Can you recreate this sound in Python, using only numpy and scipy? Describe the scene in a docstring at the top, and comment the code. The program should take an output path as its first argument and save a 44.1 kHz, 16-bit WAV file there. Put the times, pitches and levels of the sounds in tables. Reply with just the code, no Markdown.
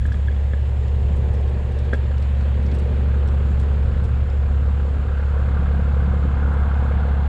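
"""Beside a field: a six-cylinder diesel truck at steady governed speed, heard from its rising tipper body.
From the start the exhaust booms as tones on crank orders, and each firing knocks the block and gates the roar.
Something hollow close to the microphone taps at once and again near two seconds: blows ring its modes.
Grit ticks on the steel, short noise through its modes, over a rustle that thins out past the middle.
As the hoist load grows, roar and knock gain level, most of all late on; clatter and air hiss lie behind."""
import sys
import numpy as np
from scipy import signal
from scipy.fft import rfft, irfft, next_fast_len
from scipy.io import wavfile
from scipy.ndimage import uniform_filter1d, map_coordinates

SR = 44100
rng = np.random.default_rng(int(sys.argv[2]) if len(sys.argv) > 2 else 0)


def pcm_store(signal):
    """Save signal as 16-bit PCM."""
    levels = np.round(np.clip(np.atleast_2d(signal), -1, 1) * 32767)
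    wavfile.write(sys.argv[1], SR, levels.astype(np.int16).T)


def nominal_scale(level):
    """Amplitude ratio for a level in decibels (scalar or array-like)."""
    x = np.asarray(level, float) / 20
    return 10 ** x


N = 321048
TIME = np.arange(N) / SR  # seconds

# The governed engine: four-stroke cycles a second, and the share of a cycle already turned at 0 s.
CYCLE_HZ, CYCLE_START = 5.8326, .027
CYCLE = CYCLE_START + CYCLE_HZ * TIME

# Exhaust tones; orders 6 and 10 take their level from the two tables below instead.
# Each row: multiple of crank speed, middle level in dB rms.
CRANK_ORDERS = [(2.5, -50), (3.0, -38), (4.0, -47), (4.5, -42), (5.0, -39), (6.0, -18), (6.5, -44),
                (7.0, -39), (7.5, -41), (8.0, -48), (9.0, -34), (10.0, -34), (10.5, -45), (12.0, -39),
                (12.5, -53), (13.0, -53), (13.5, -49), (14.0, -50), (15.0, -42), (16.0, -54), (16.5, -58),
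                (17.0, -59), (18.0, -42), (19.0, -55), (19.5, -51), (20.0, -50), (21.0, -55), (22.5, -61)]
# The boom, sixth crank order. Each row: time in seconds, level in dB rms.
BOOM_LEVEL = [(0.0, -20.5), (0.28, -18), (0.77, -19.5), (1.03, -18), (1.44, -18.5), (1.66, -22), (1.8, -20),
              (2.47, -17.5), (2.9, -19), (3.12, -17), (4.18, -17.5), (4.26, -20), (4.44, -17),
              (4.85, -17.5), (5.03, -20.5), (5.35, -17.5), (7.28, -17.5)]
# The tenth crank order, which comes and goes. Each row: time in seconds, level in dB rms.
TENTH_LEVEL = [(0.0, -30), (0.4, -37.5), (0.69, -30.5), (4.05, -31), (4.85, -34.5), (4.99, -48),
               (5.47, -29), (5.8, -38), (6.1, -30), (6.43, -41), (6.87, -32), (7.1, -40)]
DRONE_FULL_DB = -39.5  # drone level at which the upper crank orders have their listed level

# The six cylinders. Each row: place in the cycle as a share of it, knock in relative dB, puff in relative dB.
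CYLINDERS = [(-.015, -4, 0), (.145, -5, 0), (.312, 0, 1), (.482, -3, 0), (.65, -5, 0), (.814, -1, 1)]
# Modes of the engine block. Each row: frequency in Hz, width in Hz, gain in dB for one pass of two.
BLOCK_MODES = [(280, 23, -19), (486.4, 116, 6.5), (654, 73, -4.5), (722, 40, -7)]
# Load on the hoist. Each row: time in seconds, dB the roar gains.
HOIST_LOAD = [(0.0, -9), (1.3, -9), (2.0, -6.5), (2.9, -3.5), (3.26, 0), (3.75, -2.5), (4.05, 0),
              (4.3, -2.5), (5.07, 0.5), (5.33, 4), (6.24, 4.5), (6.57, 7.5), (7.28, 5)]
KNOCK_DB, KNOCK_GROWS, KNOCK_WAVERS_DB = -43, .6, .9  # dB at load 0; dB per dB of load; size of slow wander
BURN_S, BURN_ROUGH = .003, .07  # ragged burst after each firing: time constant in s, size against the blow

# Colour of the roar. Each row: frequency in Hz, relative level in dB per Hz.
ROAR_COLOUR = [(600, -120), (950, -1), (1200, 2), (1450, 3), (1620, 1), (1750, -8.5), (1930, -29),
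               (2110, -6), (2300, -23), (4000, -120)]
ROAR_DB = -45.5  # at load 0
PIPE_LAG_S = .0032  # roar and clatter swell this long after the puffs

# Colour of the growl. Each row: frequency in Hz, relative level in dB per Hz.
GROWL_COLOUR = [(400, -120), (600, -4.5), (660, -2), (720, 2), (850, -1.5), (1050, -5.5), (1250, -13),
                (2200, -120)]
# Each row: time in seconds, level of the growl in dB rms.
GROWL_LEVEL = [(0, -49.5), (.85, -48), (1.2, -44.5), (2.1, -47.5), (3.0, -45.5), (4.3, -46.5), (5.1, -45.5),
               (5.5, -42.5), (6.2, -42), (6.8, -39.5), (7.28, -40)]
# Colour of the drone. Each row: frequency in Hz, relative level in dB per Hz.
DRONE_COLOUR = [(70, -120), (120, -19.5), (170, 3.5), (230, -4.5), (270, -5.5), (330, -13.5), (450, -28.5),
                (900, -120)]
# Each row: time in seconds, level of the drone in dB rms.
DRONE_LEVEL = [(0.0, -41.5), (0.8, -46.5), (1.15, -39), (1.6, -41.5), (2.0, -42.5), (2.65, -37.5),
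               (4.05, -38), (4.3, -41.5), (4.7, -38.5), (5.2, -42.5), (5.6, -36.5), (7.28, -36)]
# Colour of the low rumble. Each row: frequency in Hz, relative level in dB per Hz.
RUMBLE_COLOUR = [(4, -30), (12, -12.5), (25, -9.5), (45, -1), (60, -5), (80, -5), (95, -2.5), (130, -7.5),
                 (190, -22.5), (400, -56.5), (800, -120)]
# Each row: time in seconds, level of the rumble in dB rms.
RUMBLE_LEVEL = [(0.0, -26.5), (0.7, -46.5), (1.15, -26), (1.76, -42), (2.68, -39.5), (3.26, -30),
                (3.67, -30), (3.99, -26), (4.3, -32), (5.07, -28), (5.33, -44), (5.52, -30.5),
                (7.28, -30.5)]

# Modes of the tipper body panels. Each row: frequency in Hz, width in Hz, gain in dB for one pass of two.
PANEL_MODES = [(340.4, 88.4, -3.5), (414.6, 108, 2), (503, 194, -1.5), (625.6, 45, -4)]
# Each row: time in seconds, level of the shaking panels in dB rms.
PANEL_LEVEL = [(0.0, -47.5), (0.85, -42.5), (1.15, -39.5), (1.76, -39), (2.29, -44.5), (2.68, -38),
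               (3.67, -40), (4.1, -43), (5.1, -43.5), (5.6, -45), (7.28, -44.5)]

# Taps near the microphone. Each row: start in seconds, peak of the ring in dB,
# thud in dB against the ring, drive of the upper mode in dB.
TAPS = [(0.0145, -37, -14, -8), (0.0528, -27.5, 0, -10), (0.0845, -37, -16, -11), (0.1182, -29, -14, -5),
        (0.1414, -33, -16, -6), (0.1594, -39, -6, -10), (0.274, -39, -15, 8), (0.282, -25.5, -9, -15),
        (0.314, -42, -10, 8), (0.362, -41, -13, 4), (0.5337, -28.5, 4, -15), (1.888, -37.5, 6, -7),
        (1.9278, -26, 4.5, -6), (1.9322, -15, 0, -22), (1.9396, -26, -6, -10), (1.9446, -28, 7, -8),
        (2.1132, -35, -10, -9)]
# Modes of the hollow part, the upper one (last) passed twice. Each row: frequency in Hz, width in Hz, gain in dB.
HOLLOW_MODES = [(1230, 150, -5), (1665, 120, 9), (1784, 260, -3.5), (2100, 140, -4.5), (3330, 240, -2)]
RATTLE_SIZE, RATTLE_T60_S = .13, .023  # rattle against the blow, and its 60 dB decay

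# Grit on the steel. Each row: start in seconds, contact in dB, upper-mode drive in dB, 60 dB decay in seconds.
TICKS = [(0.0588, -37, 4, 0.044), (0.1194, -29, -4, .05), (0.1474, -42, 3, .05), (0.8794, -32, -12, .02),
         (1.1598, -37.5, 6, .05), (1.3323, -34.5, 1.5, .05), (1.351, -33, -14, .015),
         (1.4022, -37, -2.5, 0.04), (1.477, -30.5, -12, 0.014), (1.492, -42, 3, 0.035), (1.6, -43, 1, .03),
         (1.7168, -37.5, 1.5, .04), (1.7855, -31, -4, 0.042), (1.8441, -34, -6, .04),
         (1.9315, -29.5, -3, 0.073), (2.1795, -27, -11, .015), (2.2189, -31, -3, .05),
         (2.4085, -37, -3, 0.057), (2.627, -30, -7, .015), (2.6575, -29.5, -12.5, .05),
         (2.7137, -27, -9.5, 0.034), (2.74, -32.5, 3, .06), (2.761, -32, -10, .015), (2.786, -26, -3, 0.01),
         (2.7917, -28, 1, 0.03), (3.274, -32, 0, 0.033), (3.286, -26, -11, 0.014),
         (3.5044, -42.5, 2, 0.035), (3.5915, -35.5, 1.5, 0.084), (3.6316, -28, -7.5, 0.01),
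         (4.037, -35.5, 0.5, .065), (4.049, -29, -14, .03), (4.299, -28, -11.5, .015),
         (6.532, -38.5, 2, 0.046)]
# Modes of the steel floor of sound. Each row: frequency in Hz, width in Hz, gain in dB.
STEEL_MODES = [(3460, 790, 1.5), (5400, 1400, -2.5), (8100, 1200, 0.5), (9700, 600, -5.5),
               (10600, 800, -4.5), (13200, 2500, -12.5)]
TICK_RISE = .045  # rise constant as a share of the decay
STRAYS_PER_S, STRAY_DB, STRAY_SPREAD_DB, STRAY_T60_S = 8, -49.5, 2.5, .03  # faint chance ticks; spread is +-
RUSTLE_DB, SETTLES_S, SETTLE_DB_PER_S = -76, 3.6, 5.5  # grit thins out once the body has risen

# Colour of the valve clatter. Each row: frequency in Hz, relative level in dB per Hz.
CLATTER_COLOUR = [(880, -20), (1500, -21), (1630, -9), (2000, -12), (2160, -14.5), (2370, -14), (2600, -14),
                  (3530, -19), (4610, -26), (5990, -55.5), (10100, -120)]
# Each row: time in seconds, middle level of the clatter in dB rms.
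CLATTER_LEVEL = [(0, -50.5), (.7, -50), (2.5, -47.5), (4.4, -50.5), (7.28, -48.5)]
# Colour of the air hiss. Each row: frequency in Hz, relative level in dB per Hz.
AIR_COLOUR = [(3500, -120), (5000, -1.5), (5900, -9.5), (6600, -4.5), (7300, 0), (8000, -7.5),
              (8800, -11.5), (9600, -6.5), (10400, -16.5), (11500, -23), (13000, -26), (14800, -32),
              (16000, -120)]
AIR_DB, AIR_FADES_DB_PER_S = -64, .24  # level at the start, and its slow fade


def unit(x):
    """Scaled to rms 1."""
    return x / np.sqrt(np.mean(x ** 2) + 1e-20)


def curve(rows):
    """A table of (time, value) drawn out to one value per sample."""
    seconds, values = np.transpose(rows)
    return np.interp(TIME, seconds, values)


def wobble(rate):
    """A smooth random curve, rate knots a second."""
    return map_coordinates(rng.standard_normal(N // 50), [TIME * rate])


def filtered(x, response):
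    """x times a complex response of frequency."""
    size = next_fast_len(N + SR // 2)
    hz = np.fft.rfftfreq(size, 1 / SR)
    return irfft(rfft(x, size) * response(hz), size)[:N]


def resonances(modes):
    """Response of a struck body: band-pass modes of alternating sign, causal."""
    def response(f):
        total = 0
        for k, (centre, width, db) in enumerate(modes):
            damping = 1j * f * width
            total = total + (-1) ** k * nominal_scale(db) * damping / (centre * centre - f * f + damping)
        return total
    return response


def rush(colour, gate, patchy_db):
    """Gated, coloured noise of rms 1 with patches of random gain in time and pitch."""
    z = signal.stft(gate * rng.standard_normal(N), nperseg=512)[2]
    patches = uniform_filter1d(rng.standard_normal(z.shape), size=5, axis=0)
    patches = uniform_filter1d(patches, size=10, axis=1)
    noise = signal.istft(z * nominal_scale(patchy_db * unit(patches)), nperseg=512)[1][:N]
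    hz, db = np.transpose(colour)
    return unit(filtered(noise, lambda f: nominal_scale(np.interp(np.log(f + 1), np.log(hz + 1), db))))


def firings(column, scatter_db):
    """One impulse per firing, sized by cylinder and by chance."""
    table, train = np.array(CYLINDERS), np.zeros(N)
    cycles = np.arange(int(CYCLE[-1]) + 1)
    turns = (cycles[:, None] + table[:, 0]).ravel()
    at = np.round((turns - CYCLE_START) / CYCLE_HZ * SR).astype(int)
    size_db = np.resize(table[:, column], len(at)) + scatter_db * rng.standard_normal(len(at))
    inside = (at >= 0) & (at < N)
    train[at[inside]] = nominal_scale(size_db[inside])
    return train


def puffs(rise_s, fall_s, steady):
    """Gain that swells after each firing, over a steady share."""
    t = TIME[:SR // 8]
    shape = np.exp(-t / fall_s) * (1 - np.exp(-t / rise_s))
    swell = signal.fftconvolve(firings(column=2, scatter_db=0.83), shape)[:N]
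    return steady + unit(swell)


def piped(gate):
    """The same gate, later by the lag of the pipe."""
    return np.roll(gate, round(PIPE_LAG_S * SR))


def exhaust():
    """Clean crank-order tones: 6 booms, 10 comes and goes, the rest waver, those above 11 follow the drone."""
    own_db = {6: curve(BOOM_LEVEL), 10: curve(TENTH_LEVEL)}
    upper_db = curve(DRONE_LEVEL) - DRONE_FULL_DB
    sound = np.zeros(N)
    for order, db in CRANK_ORDERS:
        start = rng.uniform(0, 2 * np.pi)
        drift_db = 1.5 * wobble(1.1)
        level_db = own_db.get(order, db + drift_db + upper_db * (order > 11))
        # firing multiples crest together; uneven crank turning opposes the boom's neighbours
        if order % 3 == 0 or order in (5, 7):
            start = np.pi * (order == 5)
        tone = np.cos(4 * np.pi * order * CYCLE + start)  # two crank turns a cycle
        sound += np.sqrt(2) * nominal_scale(level_db) * tone
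    return sound


def knock():
    """Each firing strikes the block and trails a ragged burst; both ring the block's modes."""
    block = resonances(BLOCK_MODES)
    blows = firings(column=1, scatter_db=1.5)
    burn = np.exp(-TIME[:SR // 40] / BURN_S)
    ragged = signal.fftconvolve(blows, burn)[:N] * rng.standard_normal(N)
    ringing = filtered(blows + BURN_ROUGH * ragged, lambda f: block(f) ** 2)  # twice: dark skirts
    level_db = KNOCK_DB + KNOCK_GROWS * curve(HOIST_LOAD) + KNOCK_WAVERS_DB * wobble(2.5)
    return nominal_scale(level_db) * unit(ringing)


def roar():
    """Coloured noise that throbs with the firings and gains level with the hoist load."""
    throb = piped(puffs(.008, .013, steady=.7))
    return nominal_scale(ROAR_DB + curve(HOIST_LOAD)) * rush(ROAR_COLOUR, throb, patchy_db=1.04)


def growl():
    """Lower-pitched noise, swelling slowly enough after each firing that the swells overlap."""
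    return nominal_scale(curve(GROWL_LEVEL)) * rush(GROWL_COLOUR, puffs(.01, .052, steady=1.0), patchy_db=0.0)


def drone():
    """Low noise, barely throbbing with the firings, in uneven patches."""
    return nominal_scale(curve(DRONE_LEVEL)) * rush(DRONE_COLOUR, puffs(.004, .0052, steady=7.8), patchy_db=3.1)


def rumble():
    """Deep ungated noise that comes and goes."""
    return nominal_scale(curve(RUMBLE_LEVEL)) * rush(RUMBLE_COLOUR, 1, patchy_db=1.0)


def panels():
    """Noise gated by the firings shakes the modes of the tipper body panels."""
    modes = resonances(PANEL_MODES)
    shaking = puffs(.0054, .015, steady=.49) * rng.standard_normal(N)
    return nominal_scale(curve(PANEL_LEVEL)) * unit(filtered(shaking, lambda f: modes(f) ** 2))


def taps():
    """Near the microphone: one blow and a short rattle ring the hollow part, over a soft thud."""
    sound, t = np.zeros(N + SR), TIME[:SR // 10]
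    hz = np.fft.rfftfreq(len(t), 1 / SR)
    low, upper = resonances(HOLLOW_MODES[:-1])(hz), resonances(HOLLOW_MODES[-1:])(hz)
    thud = resonances([(220, 60, -4), (500, 160, 0)])(hz)  # Hz, width in Hz, dB
    soft = 1 / (1 + 1j * hz / 2500) ** 2  # the contact lasts a fraction of a millisecond
    swell = 1 - np.exp(-(t / .0012) ** 2)  # the ring builds over a cycle or two
    push = irfft(thud / (1 + 1j * hz / 700) ** 2, len(t)) * swell
    push /= np.abs(push).max()
    for start, db, thud_db, upper_db in TAPS:
        force = RATTLE_SIZE * nominal_scale(-60 * t / RATTLE_T60_S) * rng.standard_normal(len(t))
        force[0] = 1  # the blow
        body = low * soft + nominal_scale(upper_db) * upper ** 2
        ring = irfft(rfft(force) * body, len(t)) * swell
        ring /= np.abs(ring).max()
        sound[round(start * SR):][:len(t)] += nominal_scale(db) * (ring + nominal_scale(thud_db) * push)
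    return sound[:N]


def scratch(t60, grain_db):
    """A brief grainy contact: noise with a quick rise, a decay and a rough level."""
    t = TIME[:SR // 10]
    grain = map_coordinates(rng.standard_normal(50), [t * 400])
    rise = (t / (t + TICK_RISE * t60)) ** 2
    return nominal_scale(-60 * t / t60 + grain_db * grain) * rise * rng.standard_normal(len(t))


def stray_ticks():
    """Rows of faint ticks at random waits, none after the grit starts to settle."""
    chance = rng.random((60, 3))
    starts = np.cumsum(-np.log(1 - chance[:, 0]) / STRAYS_PER_S)
    rows = []
    for start, (_, size, dullness) in zip(starts, chance):
        if start < SETTLES_S:
            db = STRAY_DB + STRAY_SPREAD_DB * (2 * size - 1)
            rows.append((start, db, -8 * dullness, STRAY_T60_S))
    return rows


def grit():
    """Scratches ring the steel; bright ones favour its upper modes."""
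    low, high = np.zeros((2, N))
    for start, db, bright_db, t60 in TICKS + stray_ticks():
        contact = nominal_scale(db) * scratch(t60, grain_db=2.5)
        spot = slice(round(start * SR), round(start * SR) + len(contact))
        low[spot] += contact
        high[spot] += nominal_scale(bright_db) * contact
    dull, bright = resonances(STEEL_MODES[:2]), resonances(STEEL_MODES[2:])
    return filtered(low, dull) + filtered(high, lambda f: bright(f) / (1 + (f / 12000) ** 4))


def rustle():
    """Fluttering noise through the steel's upper modes, fading once the grit settles."""
    flutter_db = 2.5 * wobble(15) + 1.5 * wobble(200)
    noise = nominal_scale(flutter_db) * rng.standard_normal(N)
    settled_db = -SETTLE_DB_PER_S * np.clip(TIME - SETTLES_S, 0, None)
    return nominal_scale(RUSTLE_DB + settled_db) * unit(filtered(noise, resonances(STEEL_MODES[2:])))


def clatter():
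    """Valve clatter: bright noise that throbs lightly with the firings."""
    throb = piped(puffs(.015, .0083, steady=4.2))
    level_db = curve(CLATTER_LEVEL) + 0.31 * wobble(1.7)
    return nominal_scale(level_db) * rush(CLATTER_COLOUR, throb, patchy_db=0.97)


def air():
    """Air hiss: the highest noise, fluttering apart from the firings and slowly fading."""
    level_db = AIR_DB - AIR_FADES_DB_PER_S * TIME + 0.23 * wobble(6.9)
    return nominal_scale(level_db) * rush(AIR_COLOUR, 1, patchy_db=1.55)


def scene():
    """All sources at one microphone."""
    engine = knock() + roar() + growl() + drone() + rumble()
    body = panels() + taps() + grit() + rustle()
    return (exhaust() + engine + body + clatter() + air())[None]


def band_limit(x):
    """A steep low-pass at the top of the band."""
    return signal.sosfilt(signal.butter(12, 14880, fs=SR, output="sos"), x)


def record(dry):
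    """The microphone dulls the top octave and rounds the highest crests."""
    def treble_loss(hz):
        ratio = hz / 13000
        return 1 / (1 + np.sqrt(2) * 1j * ratio - ratio ** 2) ** 2
    dull = filtered(dry[0], treble_loss)
    rounded = dull / (1 + np.abs(dull / 0.44) ** 4) ** (1 / 4)
    close = np.clip((TIME[-1] - TIME) / .003, 0, 1)  # 3 ms fade at the very end, against a click
    mix = (rounded * close)[None]
    return band_limit(mix)


dry = scene()
out = record(dry)
pcm_store(out)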